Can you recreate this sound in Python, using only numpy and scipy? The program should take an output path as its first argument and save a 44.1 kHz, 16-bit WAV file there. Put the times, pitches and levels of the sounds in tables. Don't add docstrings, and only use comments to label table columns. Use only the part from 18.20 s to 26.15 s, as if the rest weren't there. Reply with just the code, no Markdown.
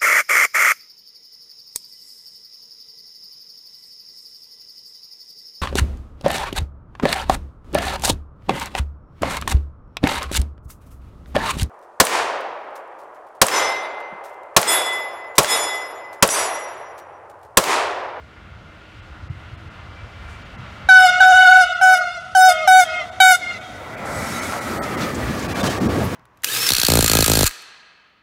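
import sys
import numpy as np
from scipy import signal
from scipy.io import wavfile
from scipy.ndimage import uniform_filter1d, map_coordinates

SR = 44100
rng = np.random.default_rng(int(sys.argv[2]) if len(sys.argv) > 2 else 0)


def generate_wav(signal):
    frames = np.transpose(np.atleast_2d(signal))
    scaled = np.clip(frames, -1, 1) * 32767
    pcm = np.round(scaled).astype(np.int16)
    wavfile.write(sys.argv[1], SR, pcm)


def to_linear_factor(level_db):
    exponent = np.asarray(level_db, float) / 20
    return 10 ** exponent


N = 350595
T = np.arange(N) / SR

# (time [s], peak [dB], pitch [Hz])
WIND_THUMPS = [(0.009, -45, 68), (0.297, -45.5, 59), (0.469, -46.5, 70.0), (0.539, -48.5, 75.6),
               (0.895, -35, 66.2), (0.939, -43, 61.3), (1.017, -35, 81.4), (1.092, -27, 116.6),
               (1.155, -38.5, 94), (1.317, -33.5, 100), (1.359, -40.5, 79), (1.438, -40, 79),
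               (1.509, -46, 59), (1.671, -37, 77.8), (1.819, -38, 80), (2.049, -48, 155), (2.317, -41, 72),
               (2.632, -36.5, 68.2), (3.124, -42, 75.4)]
# (time [s], change [dB], half length [s])
WIND_LULLS = [
    (0.149, -4.5, 0.116),
    (.6, -5.5, 0.23),
    (2.948, 3.5, 0.053),
    (4.702, -3.5, 0.234),
    (5.103, -6.5, 0.069),
    (5.548, 4, 0.102),
    (7.079, 4, 0.052),
]
# (start [s], end [s], start pitch [Hz], end pitch [Hz], level [dB])
HUMS = [
    (0, 2.2, 315.4, 318.3, -58),
    (1.65, 2.32, 2330, 2330, -54.5),
]
# (start [s], end [s], start pitch [Hz], end pitch [Hz],
# level [dB])
SIDE_TONES = [(2.82, 2.95, 1760, 1700, -46), (3.02, 3.07, 1690, 1745, -29), (3.09, 3.16, 1680, 1620, -32),
              (3.12, 3.33, 2966, 2966, -29), (3.14, 3.43, 1462, 1466, -18.5), (3.14, 3.42, 2175, 2196, -33),
              (3.14, 3.42, 2930, 2935, -32), (4.24, 4.42, 1790, 1690, -45), (4.55, 4.7, 1754, 1700, -45),
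              (5.2, 5.326, 1760, 1710, -46), (3.752, 3.83, 1485, 1455, -23),
              (6.585, 6.635, 8350, 8330, -50), (6.585, 6.63, 13800, 13780, -50),
              (6.385, 6.42, 6000, 5990, -50), (6.19, 6.24, 5430, 5420, -48), (6.15, 6.24, 6330, 6320, -49),
              (2.225, 2.26, 6850, 6850, -66), (7.325, 7.36, 5000, 4990, -47), (7.41, 7.44, 2330, 2330, -33),
              (7.42, 7.445, 950, 950, -33), (7.33, 7.36, 2400, 2350, -38), (7.41, 7.44, 2635, 2630, -31),
              (7.475, 7.51, 5500, 5480, -41), (7.405, 7.44, 3600, 3580, -35), (7.465, 7.5, 3090, 3090, -31),
              (7.47, 7.5, 1823, 1830, -33)]
HUM_WANDER_HZ, SIDE_TONE_WANDER_HZ = 7.7, 3.74

# (time [s], centre [Hz], width [Hz], length [s],
# level [dB])
CLANKS = [(5.846, 6790, 7440, 0.605, -31.5), (5.85, 7100, 4500, 0.024, -39),
          (6.23, 7200, 2500, 0.023, -32.5), (6.634, 6050, 3100, 0.0088, -30), (7.236, 6300, 2500, .01, -38),
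          (7.386, 3000, 4000, 0.0017, -35.5), (7.442, 2500, 4000, 0.0015, -25.5),
          (7.472, 3500, 5000, 0.0013, -23.5), (7.478, 2500, 4000, 0.0021, -21.5),
          (7.707, 2500, 4000, 0.0011, -29.5), (6.323, 1500, 2400, 0.00082, -15),
          (6.537, 2500, 4000, .0012, -26), (2.078, 5660, 4970, 0.07, -51),
          (6.333, 1305, 910, 0.0164, -23.5), (6.495, 2020, 1500, .03, -46),
          (6.803, 3430, 4910, 0.0444, -25.5), (6.944, 6770, 3480, 0.0137, -30),
          (7.19, 6500, 4000, 0.013, -30.5), (7.221, 6040, 2000, 0.0133, -34),
          (7.442, 2960, 5970, 0.087, -24), (7.46, 5000, 5960, 0.0152, -25), (7.43, 2930, 5030, 0.00313, -8),
          (7.464, 3000, 5000, 0.00206, -24), (7.485, 2970, 5030, 0.0025, -32),
          (7.583, 2013, 2960, 0.00119, -24.5), (7.692, 1170, 1500, 0.033, -24),
          (7.835, 12000, 4000, 0.0263, -35)]
# (start [s], end [s], start pitch [Hz], level [dB])
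WHINES = [(5.865, 6.15, 8040, -46.5), (5.97, 6.265, 5520, -45), (6.13, 6.26, 6420, -45),
          (5.93, 6.2, 14800, -55), (6.06, 6.18, 13150, -54), (6.214, 6.387, 10600, -54),
          (6.28, 6.38, 6640, -49), (6.42, 6.6, 14200, -53), (6.08, 6.2, 3900, -44), (6.4, 6.52, 13550, -55),
          (7.4, 7.55, 15100, -54)]
WHINE_FALL_PER_S, WHINE_WANDER = 0.11, 0.004

# (frequency [Hz], density [dB per Hz])
FAR_COLOUR = [(13, -42.5), (22, 2.5), (58, 21.5), (80, 22), (242, -22.5), (524, -24.5), (585, -21.5),
              (792, -24.5), (1070, -24), (1230, -22), (1410, -23.5), (1970, -26.5), (2390, -32.5),
              (16000, -76)]
NEAR_COLOUR = [(13, -50), (22, -71.5), (66, 10.5), (140, -4.5), (229, -1), (618, -12.5), (1070, -20),
               (1270, -17.5), (1620, -21.5), (1860, -23), (2820, -20.5), (6440, -27.5), (16000, -37.5)]
# (pitch while nearing [Hz], width [Hz], level [dB])
RAIL_MODES = [
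    (742, 11, 2),
    (1426.9, 56.8, 10),
    (2106, 57, 9.5),
    (2330, 29, 10.5),
]
# (time [s], pitch ratio)
DOPPLER = [(0, 1), (5.8, 0.951), (6.3, 0.942), (6.7, 0.883), (7.2, 0.804), (7.95, 0.781)]
LAYER_EDGES_HZ = [40, 150, 500, 2500, 15500]
# (level alongside [dB], arrival [s], track distance over speed [s], growth alongside [dB/s],
# wind or yard level [dB])
ROLLING = [
    (-30.5, 5.933, 0.123, 5.5, -50.5),
    (-28, 6.059, 0.168, 3.5, -83),
    (-21.5, 6.022, 0.1074, -1, -89),
    (-35.5, 6.132, 0.09, 1.95, -68.5),
]
YARD_RISE_DB_PER_S = [0.68, 2, 2, 3.486]
AIR_LOSS_DB_PER_S = [.1, 0.076, 0.89, 0.76]
# (time [s], rumble and body [dB], rails and hiss [dB], half length [s])
BOGIES = [(6.204, 3.5, 3.5, 0.103), (6.514, 4.5, 3.5, 0.039), (6.621, 5, 4.5, 0.0437),
          (6.818, 6.5, 5, 0.082), (6.951, -1, -3.5, 0.03), (7.265, 3, 3, 0.516), (7.45, 6, 10, 0.058),
          (7.567, 2, -0.5, 0.023), (7.677, 9, -1, 0.0647), (7.793, 6, 0.5, 0.034),
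          (7.902, -0.5, -2.5, 0.037)]
BOGIE_SHARES = [0.407, 1, 0.525, 0.858]
# (time [s], gain [dB])
PHONE_GAIN = [(2.68, 10.5), (2.8, 5), (3.5, -3), (4.4, -1), (4.85, 2), (5.05, -4), (5.45, -5.5),
              (5.8, -3.5), (6.05, -7)]

# (opens [s], shuts [s], level [dB], attack [dB], upper partials [dB])
TOOTS = [
    (2.687, 2.862, -1.5, 1.5, -28),
    (3.003, 3.418, -1, 2, -32),
    (3.611, 3.748, -2, -4, -32),
    (4.149, 4.295, -0.5, -3.5, -27.5),
    (4.474, 4.607, -1, 1.5, -28.5),
    (5.001, 5.125, -1, 2.5, -25.5),
]
# (multiple of pitch, level [dB])
PARTIALS = [(1, 0), (2, -6), (3, -18), (4, -19.5), (5, -18), (6, -26), (7, -25.5), (8, -28), (9, -27.5),
            (10, -29.5), (11, -32), (12, -34.5), (13, -36), (14, -35.5), (15, -37), (16, -38.5),
            (17, -50.5), (18, -46), (19, -48), (20, -51.5), (21, -50)]
# (3rd [dB], 4th [dB], 5th [dB])
BRASS_OPEN = [(-25, -31, -18.5), (-33, -31.5, -28), (-33, -36.5, -39.5), (-42.5, -28.5, -34),
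              (-23.5, -22, -26.5), (-21, -20, -16)]
BRASS_MID = [(-30, -28, -27.5), (-29, -26.5, -31.5), (-28.5, -30.5, -31.5), (-33, -37, -27.5),
             (-25, -34, -22.5), (-20.5, -28, -18)]
BRASS_SHUT = [(-24.5, -26.5, -31), (-29.5, -33, -39), (-26, -28.5, -34), (-24, -28.5, -26),
              (-24, -36, -26.5), (-20, -25.5, -25)]
AIR_TILT_DB = [-0.14, -0.032, 0.49, 0.618, 0.777, 0.797]
# (time [s], pitch loss [Hz], half length [s])
PRESSURE_DIPS = [
    (3.131, 23.67, 0.01072),
    (3.278, 20.14, 0.01134),
]
RASP_SHARES = [0.48, 1, .2]
# (time [s], lag [ms])
BOUNCE_LAG = [(2.69, 0.498), (2.72, 0.68), (2.79, 0.76), (2.85, 1), (3.01, 0.497), (3.12, 0.363),
              (3.15, 0.501), (3.42, 0.476), (3.62, 0.456), (3.74, 0.482), (4.16, 0.407), (4.23, 0.273),
              (4.3, 0.261), (4.48, 0.301), (4.61, 0.2446), (5.0, 0.434), (5.12, 0.481)]
RELEASE_STEP_DB = [-11.5, -7, -3]
LINGERS_S = [0.0386, 0.0234, 0.0299, 0.0291, 0.0299, 0.0309]
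# (toot index, arrival [s], pitch ratio)
WALLS = [(0, 2.84, .975), (0, 2.84, .853), (0, 2.77, .93), (1, 3.155, .968), (1, 3.1, .91), (2, 3.73, .962),
         (2, 3.83, .955), (3, 4.275, .853), (3, 4.31, .958), (3, 4.2, .92), (4, 4.645, .853),
         (4, 4.672, .953), (5, 5.215, .945), (5, 5.008, .955), (5, 5.27, .853), (2, 3.655, .872),
         (0, 2.75, .986), (1, 3.11, .987)]
# (1st partial [dB], 2nd partial [dB], higher [dB])
ECHOES = [(-22, -19, -27), (-42, -44, -46), (-38, -36, -39), (-29, -27, -40), (-42, -39, -44),
          (-27, -26, -34), (-37, -36, -36), (-24, -30, -42), (-33, -31, -32), (-40, -34, -48),
          (-33, -35, -40), (-35, -33, -34), (-47, -38, -34), (-30, -21, -36), (-46, -45, -52),
          (-31, -32, -44), (-40, -36, -30), (-38, -35, -31)]
# (3rd [dB], 4th [dB], 5th [dB])
WALL_BRASS_DB = [
    [-2, -5, -7],
    [-4, -5, -9],
    [-3, -11, -13],
    [1, -10, -12],
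    [2, -10, -14],
    [3, -10, -12],
]
HILL_BRASS_DB = [-3, -2, -1]

HORN_HZ, KICK_HZ, KICK_S = 746.89, 26.01, 0.0142
SAG_HZ, SAG_S, REBOUND_HZ, REBOUND_S = 32.32, 0.00317, 20.2, 0.021
FIRST_DB, SECOND_DB, BOUNCE_SHARE = -8, -7.5, 0.547
RASP_DB, RASP_S, SHUT_RASP_DB = 11, 0.0055, 6.5
ATTACK_S, RELEASE_DB_PER_S, RELEASE_LEAD_S, RELEASE_S = 0.025, 391.5, 0.0072, 0.0805
FALL_DB_PER_S = 1800
HIGH_BREATH_DB, LOW_BREATH_DB = -20, -22.5
DRYING_DB_PER_S = -2.5
YARD_T60_S, YARD_DB = 2.46, -20

# (time [s], above [Hz], level [dB])
STARVED = [(.813, 3500, -20), (1.09, 2500, -30), (1.368, 3500, -20), (1.496, 3500, -15), (2.242, 3500, -15),
           (2.37, 3000, -18), (3.074, 4000, -14), (3.544, 2570, -18), (3.714, 3500, -12),
           (3.757, 3920, -16), (3.992, 1490, -6), (4.781, 2970, -25), (4.909, 1200, -20), (5.4, 1480, -7),
           (5.762, 2930, -17), (6.21, 2600, -10), (6.402, 2430, -11), (6.594, 2220, -45),
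           (6.616, 2214, -45), (6.765, 1540, -13), (7.277, 1800, -18), (7.341, 1100, -25),
           (7.426, 950, -23), (7.49, 900, -8), (7.597, 1230, -20), (7.682, 1500, -22)]
FRAME_S, FRAME_START, KEPT_OVER = 1024 / 48000, 103, 2.1


def walk(size, per_s):
    knots = uniform_filter1d(np.repeat(rng.standard_normal(int(size * per_s / SR) + 2), 4), 4)
    return 1.562 * np.interp(np.arange(size) * 4 * per_s / SR, np.arange(len(knots)), knots)


def band(x, low_hz, high_hz):
    edges_hz = [max(low_hz, 20), min(high_hz, .45 * SR)]
    return signal.sosfilt(signal.butter(2, edges_hz, "band", fs=SR, output="sos"), x)


def add(out, start_s, x):
    i = int(start_s * SR)
    out[i:i + len(x)] += x[:N - i]


def bumps(t, rows):
    return sum(height * np.exp(-((t - s) / half_s) ** 2) for s, height, half_s in rows)


def tone(start, end, start_hz, end_hz, db, wander_hz):
    n = int((end - start) * SR)
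    hz = np.linspace(start_hz, end_hz, n) + wander_hz * walk(n, 30 + 5 * wander_hz)
    level = to_linear_factor(db + 1.5 + 3.0 * walk(n, 20 + wander_hz))
    return level * np.sin(2 * np.pi * np.cumsum(hz) / SR) * np.hanning(n) ** 0.25


def wind_thumps():
    out = np.zeros(N)
    for s, db, hz in WIND_THUMPS:
        t = T[:int(3.2 / hz * SR)]
        add(out, s, to_linear_factor(db + 7.5) * np.sin(2 * np.pi * hz * t) * np.hanning(len(t)))
    return out


def hums_and_side_tones():
    out = np.zeros(N)
    for rows, wander_hz in ((SIDE_TONES, SIDE_TONE_WANDER_HZ), (HUMS, HUM_WANDER_HZ)):
        for row in rows:
            add(out, row[0], tone(*row, wander_hz))
    return out


def clanks():
    out = np.zeros(N)
    for s, hz, width_hz, length_s, db in CLANKS:
        t = T[:int(2.5 * length_s * SR) + 200]
        noise = band(rng.standard_normal(len(t)), hz - width_hz / 2, hz + width_hz / 2)
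        shape = (t / length_s) ** .5 * np.exp(-(t / length_s) ** 2)
        add(out, s, to_linear_factor(db) * noise / noise.std() * shape)
    return out


def whines():
    out = np.zeros(N)
    for start, end, hz, db in WHINES:
        end_hz = hz * (1 - WHINE_FALL_PER_S * (end - start))
        add(out, start, tone(start, end, hz, end_hz, db, WHINE_WANDER * hz))
    return out


def rolling_levels(t):
    levels = []
    for k, (db, arrives, reach_s, growth_db, yard_db) in enumerate(ROLLING):
        since = t - arrives
        db = db - 20 * np.log10(np.hypot(1, np.minimum(since, 0) / reach_s))
        db = db + growth_db * np.maximum(since, 0)
        db = db + AIR_LOSS_DB_PER_S[k] * np.minimum(since + 3, 0)
        db = db + BOGIE_SHARES[k] * bumps(t, [(row[0], row[1 + k // 2], row[3]) for row in BOGIES])
        power = to_linear_factor(2 * db) + to_linear_factor(2 * (yard_db + YARD_RISE_DB_PER_S[k] * t))
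        if k == 0:
            power = power * to_linear_factor(2 * bumps(t, WIND_LULLS))
        levels.append(10 * np.log10(power) + np.interp(t, *np.transpose(PHONE_GAIN)))
    return levels


def rolling_noise():
    hz, t, z = signal.stft(rng.standard_normal(N), SR, nperseg=1024, noverlap=768)
    hz = np.maximum(hz, 10)[:, None]
    log_hz = np.log(hz)
    far, near = (np.interp(log_hz, np.log(c[:, 0]), c[:, 1]) for c in map(np.array, (FAR_COLOUR, NEAR_COLOUR)))
    close = np.clip((t - 4.6) / 1.16, 0, 1)
    db = far + close * (near - far)
    doppler = np.interp(t, *np.transpose(DOPPLER))
    for mode_hz, width_hz, mode_db in RAIL_MODES:
        db = db + mode_db / (1 + (2 * (hz - mode_hz * doppler) / width_hz) ** 2)

    lift = []
    for low, high, level in zip(LAYER_EDGES_HZ, LAYER_EDGES_HZ[1:], rolling_levels(t)):
        inside = to_linear_factor(2 * db)[(hz[:, 0] >= low) & (hz[:, 0] < high)].sum(0) / len(hz)
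        lift.append(level - 10 * np.log10(inside))
    frame = np.arange(len(t))
    layer = np.interp(log_hz[:, 0], np.log([120, 190, 420, 600, 2300, 2700]), [0, 1, 1, 2, 2, 3])
    db = db + map_coordinates(np.array(lift), np.meshgrid(layer, frame, indexing="ij"), order=1)

    samples = (t * SR).astype(int).clip(0, N - 1)
    flicker = np.array([walk(N, 12)[samples] for _ in range(12)])
    octave = np.log2(hz[:, 0] / 10).clip(0, 11)
    patches = map_coordinates(flicker, np.meshgrid(octave, frame, indexing="ij"), order=1)
    db = db + patches * np.interp(log_hz, np.log([60, 300, 3000]), [2.5, 1.5, .8])

    struck = (rng.random(db.shape) < .004) * rng.exponential(size=db.shape) * (hz > 500)
    rings = uniform_filter1d(uniform_filter1d(struck, size=7, axis=1), size=2, axis=0)
    db = db + 4.5 * close * np.minimum(rings * 14, 1.1)
    return signal.istft(z * to_linear_factor(db), SR, nperseg=1024, noverlap=768)[1][:N]


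def horn_pitch(k, t):
    since_shut = t - TOOTS[k][1]
    hz = HORN_HZ + KICK_HZ * np.exp(-(t - t[0]) / KICK_S)
    hz = hz - SAG_HZ * (1 + np.tanh(since_shut / SAG_S / 2)) / 2
    hz = hz + REBOUND_HZ * np.clip(since_shut / REBOUND_S - 1, 0, 1)
    return hz - bumps(t, PRESSURE_DIPS)


def toot_levels(k, t):
    opens, shuts, db, attack_db, upper_db = TOOTS[k]
    rise_db = attack_db * np.clip(1 - (t - opens) / ATTACK_S, 0, 1)
    late_db = -FALL_DB_PER_S * np.maximum(t - shuts - LINGERS_S[k], 0)
    release_db = -RELEASE_DB_PER_S * np.maximum(t - shuts + RELEASE_LEAD_S, 0)
    fall = [late_db + np.maximum(release_db, step_db) for step_db in RELEASE_STEP_DB]

    turn = 2j * np.pi * HORN_HZ * np.interp(t, *np.transpose(BOUNCE_LAG)) / 1000
    first, second = (20 * np.log10(abs(1 + BOUNCE_SHARE * np.exp(n * turn))) for n in (1, 2))

    rasp_db = bumps(t, [(s, RASP_DB, RASP_S) for s, *_ in PRESSURE_DIPS])
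    flare_db = bumps(t, [(shuts, SHUT_RASP_DB, 2 * RASP_S)])
    brass = []
    for share, *levels_db in zip(RASP_SHARES, BRASS_OPEN[k], BRASS_MID[k], BRASS_SHUT[k]):
        held_db = np.interp(t, [opens, (opens + shuts) / 2, shuts], levels_db)
        brass.append(held_db + share * rasp_db + fall[2])
    return [FIRST_DB + db + first + rise_db + fall[0], SECOND_DB + db + second + rise_db + fall[1],
            brass, upper_db + flare_db + rise_db + fall[2]]


def stack(hz, first, second, brass, upper, tilt_db, scatter, fade_db):
    n = len(hz)
    phase = 2 * np.pi * np.cumsum(hz * (1 + 0.002 * walk(n, 70))) / SR
    shape = np.array(PARTIALS)[:, 1]
    groups = [first, second, *brass] + [upper] * (len(shape) - 5)
    share_db = np.r_[np.zeros(5), shape[5:] - 10 * np.log10(sum(to_linear_factor(2 * shape[5:])))]
    out = 0
    for k, db in enumerate(groups):
        loose = min(scatter * min(k + 1, 10) ** 1.4, .5)
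        per_s = 45 + 7 * k
        wave = (k + 1) * phase + (6 if k < 5 else .8) * rng.random()
        even = np.sqrt(1 - loose) + np.sqrt(loose / 2) * walk(n, per_s)
        odd = np.sqrt(loose / 2) * walk(n, per_s)
        slow_db = fade_db * min(k / 2, 1) * walk(n, 15.84)
        level = to_linear_factor(db + share_db[k] + max(k - 5, 0) * tilt_db + slow_db)
        out = out + level * (even * np.sin(wave) + odd * np.cos(wave))
    return np.sqrt(2) * out


def direct_toot(k, wet_db):
    opens, shuts = TOOTS[k][:2]
    t = np.arange(opens, shuts + RELEASE_S, 1 / SR)
    levels = toot_levels(k, t)
    high_db = levels[3] + HIGH_BREATH_DB + wet_db / 2 + 2 * walk(len(t), 40)
    breath = band(rng.standard_normal(len(t)), 3500, 10000) * to_linear_factor(high_db)
    breath = breath + band(rng.standard_normal(len(t)), 690, 3300) * to_linear_factor(levels[1] + LOW_BREATH_DB + wet_db)
    edge = np.minimum(np.minimum(t - opens, (t[-1] - t) / 6) / 0.00346, 1)
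    return edge * (stack(horn_pitch(k, t), *levels, AIR_TILT_DB[k], scatter=.009, fade_db=1.6) + breath)


def add_haze(haze, opens, direct, wet_db):
    for lag, slow, size in rng.random((40, 3)):
        place = np.arange(0, len(direct), 1 - .15 * slow ** 1.3)
        copy = np.interp(place, np.arange(len(direct)), direct) * np.minimum(place / 600, 1)
        add(haze, opens + .015 + 0.41 * lag ** 1.5, copy * to_linear_factor(wet_db - 28.5 - 4.35 * lag - 31.25 * size))


def add_wall_echoes(out):
    for (k, arrival_s, ratio), (first, second, higher) in zip(WALLS, ECHOES):
        t = np.arange(TOOTS[k][0], TOOTS[k][1] + .042, ratio / SR)
        edge = np.minimum(np.minimum((t - t[0]) / 0.0086, (t[-1] - t) / 0.039), 1)
        brass = higher + np.array(WALL_BRASS_DB[k] if ratio > .86 else HILL_BRASS_DB)
        echo = stack(ratio * horn_pitch(k, t), first, second, brass, higher - 9.5,
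                     tilt_db=-1.6, scatter=.065, fade_db=1.2)
        add(out, arrival_s, edge * echo)


def reverb(x, impulse):
    return signal.fftconvolve(x, impulse / np.sqrt(sum(impulse ** 2)))[:N]


def horn():
    out, haze = np.zeros(N), np.zeros(N)
    for k, (opens, *_) in enumerate(TOOTS):
        wet_db = DRYING_DB_PER_S * (opens - TOOTS[0][0])
        direct = direct_toot(k, wet_db)
        add(out, opens, direct)
        add_haze(haze, opens, direct, wet_db)
    add_wall_echoes(out)
    haze = haze + to_linear_factor(3.5) * band(haze, 1830, 9930)

    t = T[:int(1.5 * SR)]
    yard = band(rng.standard_normal(len(t)) * to_linear_factor(-60 * t / YARD_T60_S) * np.minimum(t / 0.05, 1), 200, 3300)
    t = T[:int(.3 * SR)]
    platform = band(rng.standard_normal(len(t)) * to_linear_factor(-60 * t / 0.1244), 3390, 14180)
    return (out + haze + to_linear_factor(-10.0) * reverb(out, platform)
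            + to_linear_factor(YARD_DB) * reverb(0.189 * out + 4 * haze, yard))


def scene():
    small = wind_thumps() + hums_and_side_tones() + clanks() + whines()
    return (small + rolling_noise() + horn())[None]


def starve(x):
    hop = round(FRAME_S * SR)
    n, line = np.arange(2 * hop), np.arange(hop)[:, None] + .5
    window = np.sin(np.pi * (n + .5) / 2 / hop)
    basis = window * np.cos(np.pi / hop * (n + .5 + hop / 2) * line) * np.sqrt(2 / hop)
    hz, out = line[:, 0] * SR / 2 / hop, x.copy()
    for s, above_hz, db in STARVED:
        i = FRAME_START + round(round(s / FRAME_S) * FRAME_S * SR) - hop
        lines = basis @ x[i:i + 2 * hop]
        local_rms = np.sqrt(uniform_filter1d(lines ** 2, size=41))
        weak = abs(lines) < KEPT_OVER * (hz / above_hz) ** .3 * local_rms
        treble = np.clip((hz - above_hz) / 300 + .5, 0, 1)
        out[i:i + 2 * hop] -= (lines * weak * treble * (1 - to_linear_factor(db))) @ basis
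    return out


def roll_off(x):
    return signal.sosfilt(signal.butter(12, 16550, fs=SR, output="sos"), x)


def record(dry):
    x = dry[0] / (1 + dry[0] ** 4) ** .25
    x = signal.sosfilt(signal.butter(3, 48, "high", fs=SR, output="sos"), x)
    x = signal.sosfilt(signal.ellip(12, .2, 80, 15780, fs=SR, output="sos"), x)
    mix = starve(x)[None]
    return roll_off(mix)


dry = scene()
out = record(dry)
generate_wav(out)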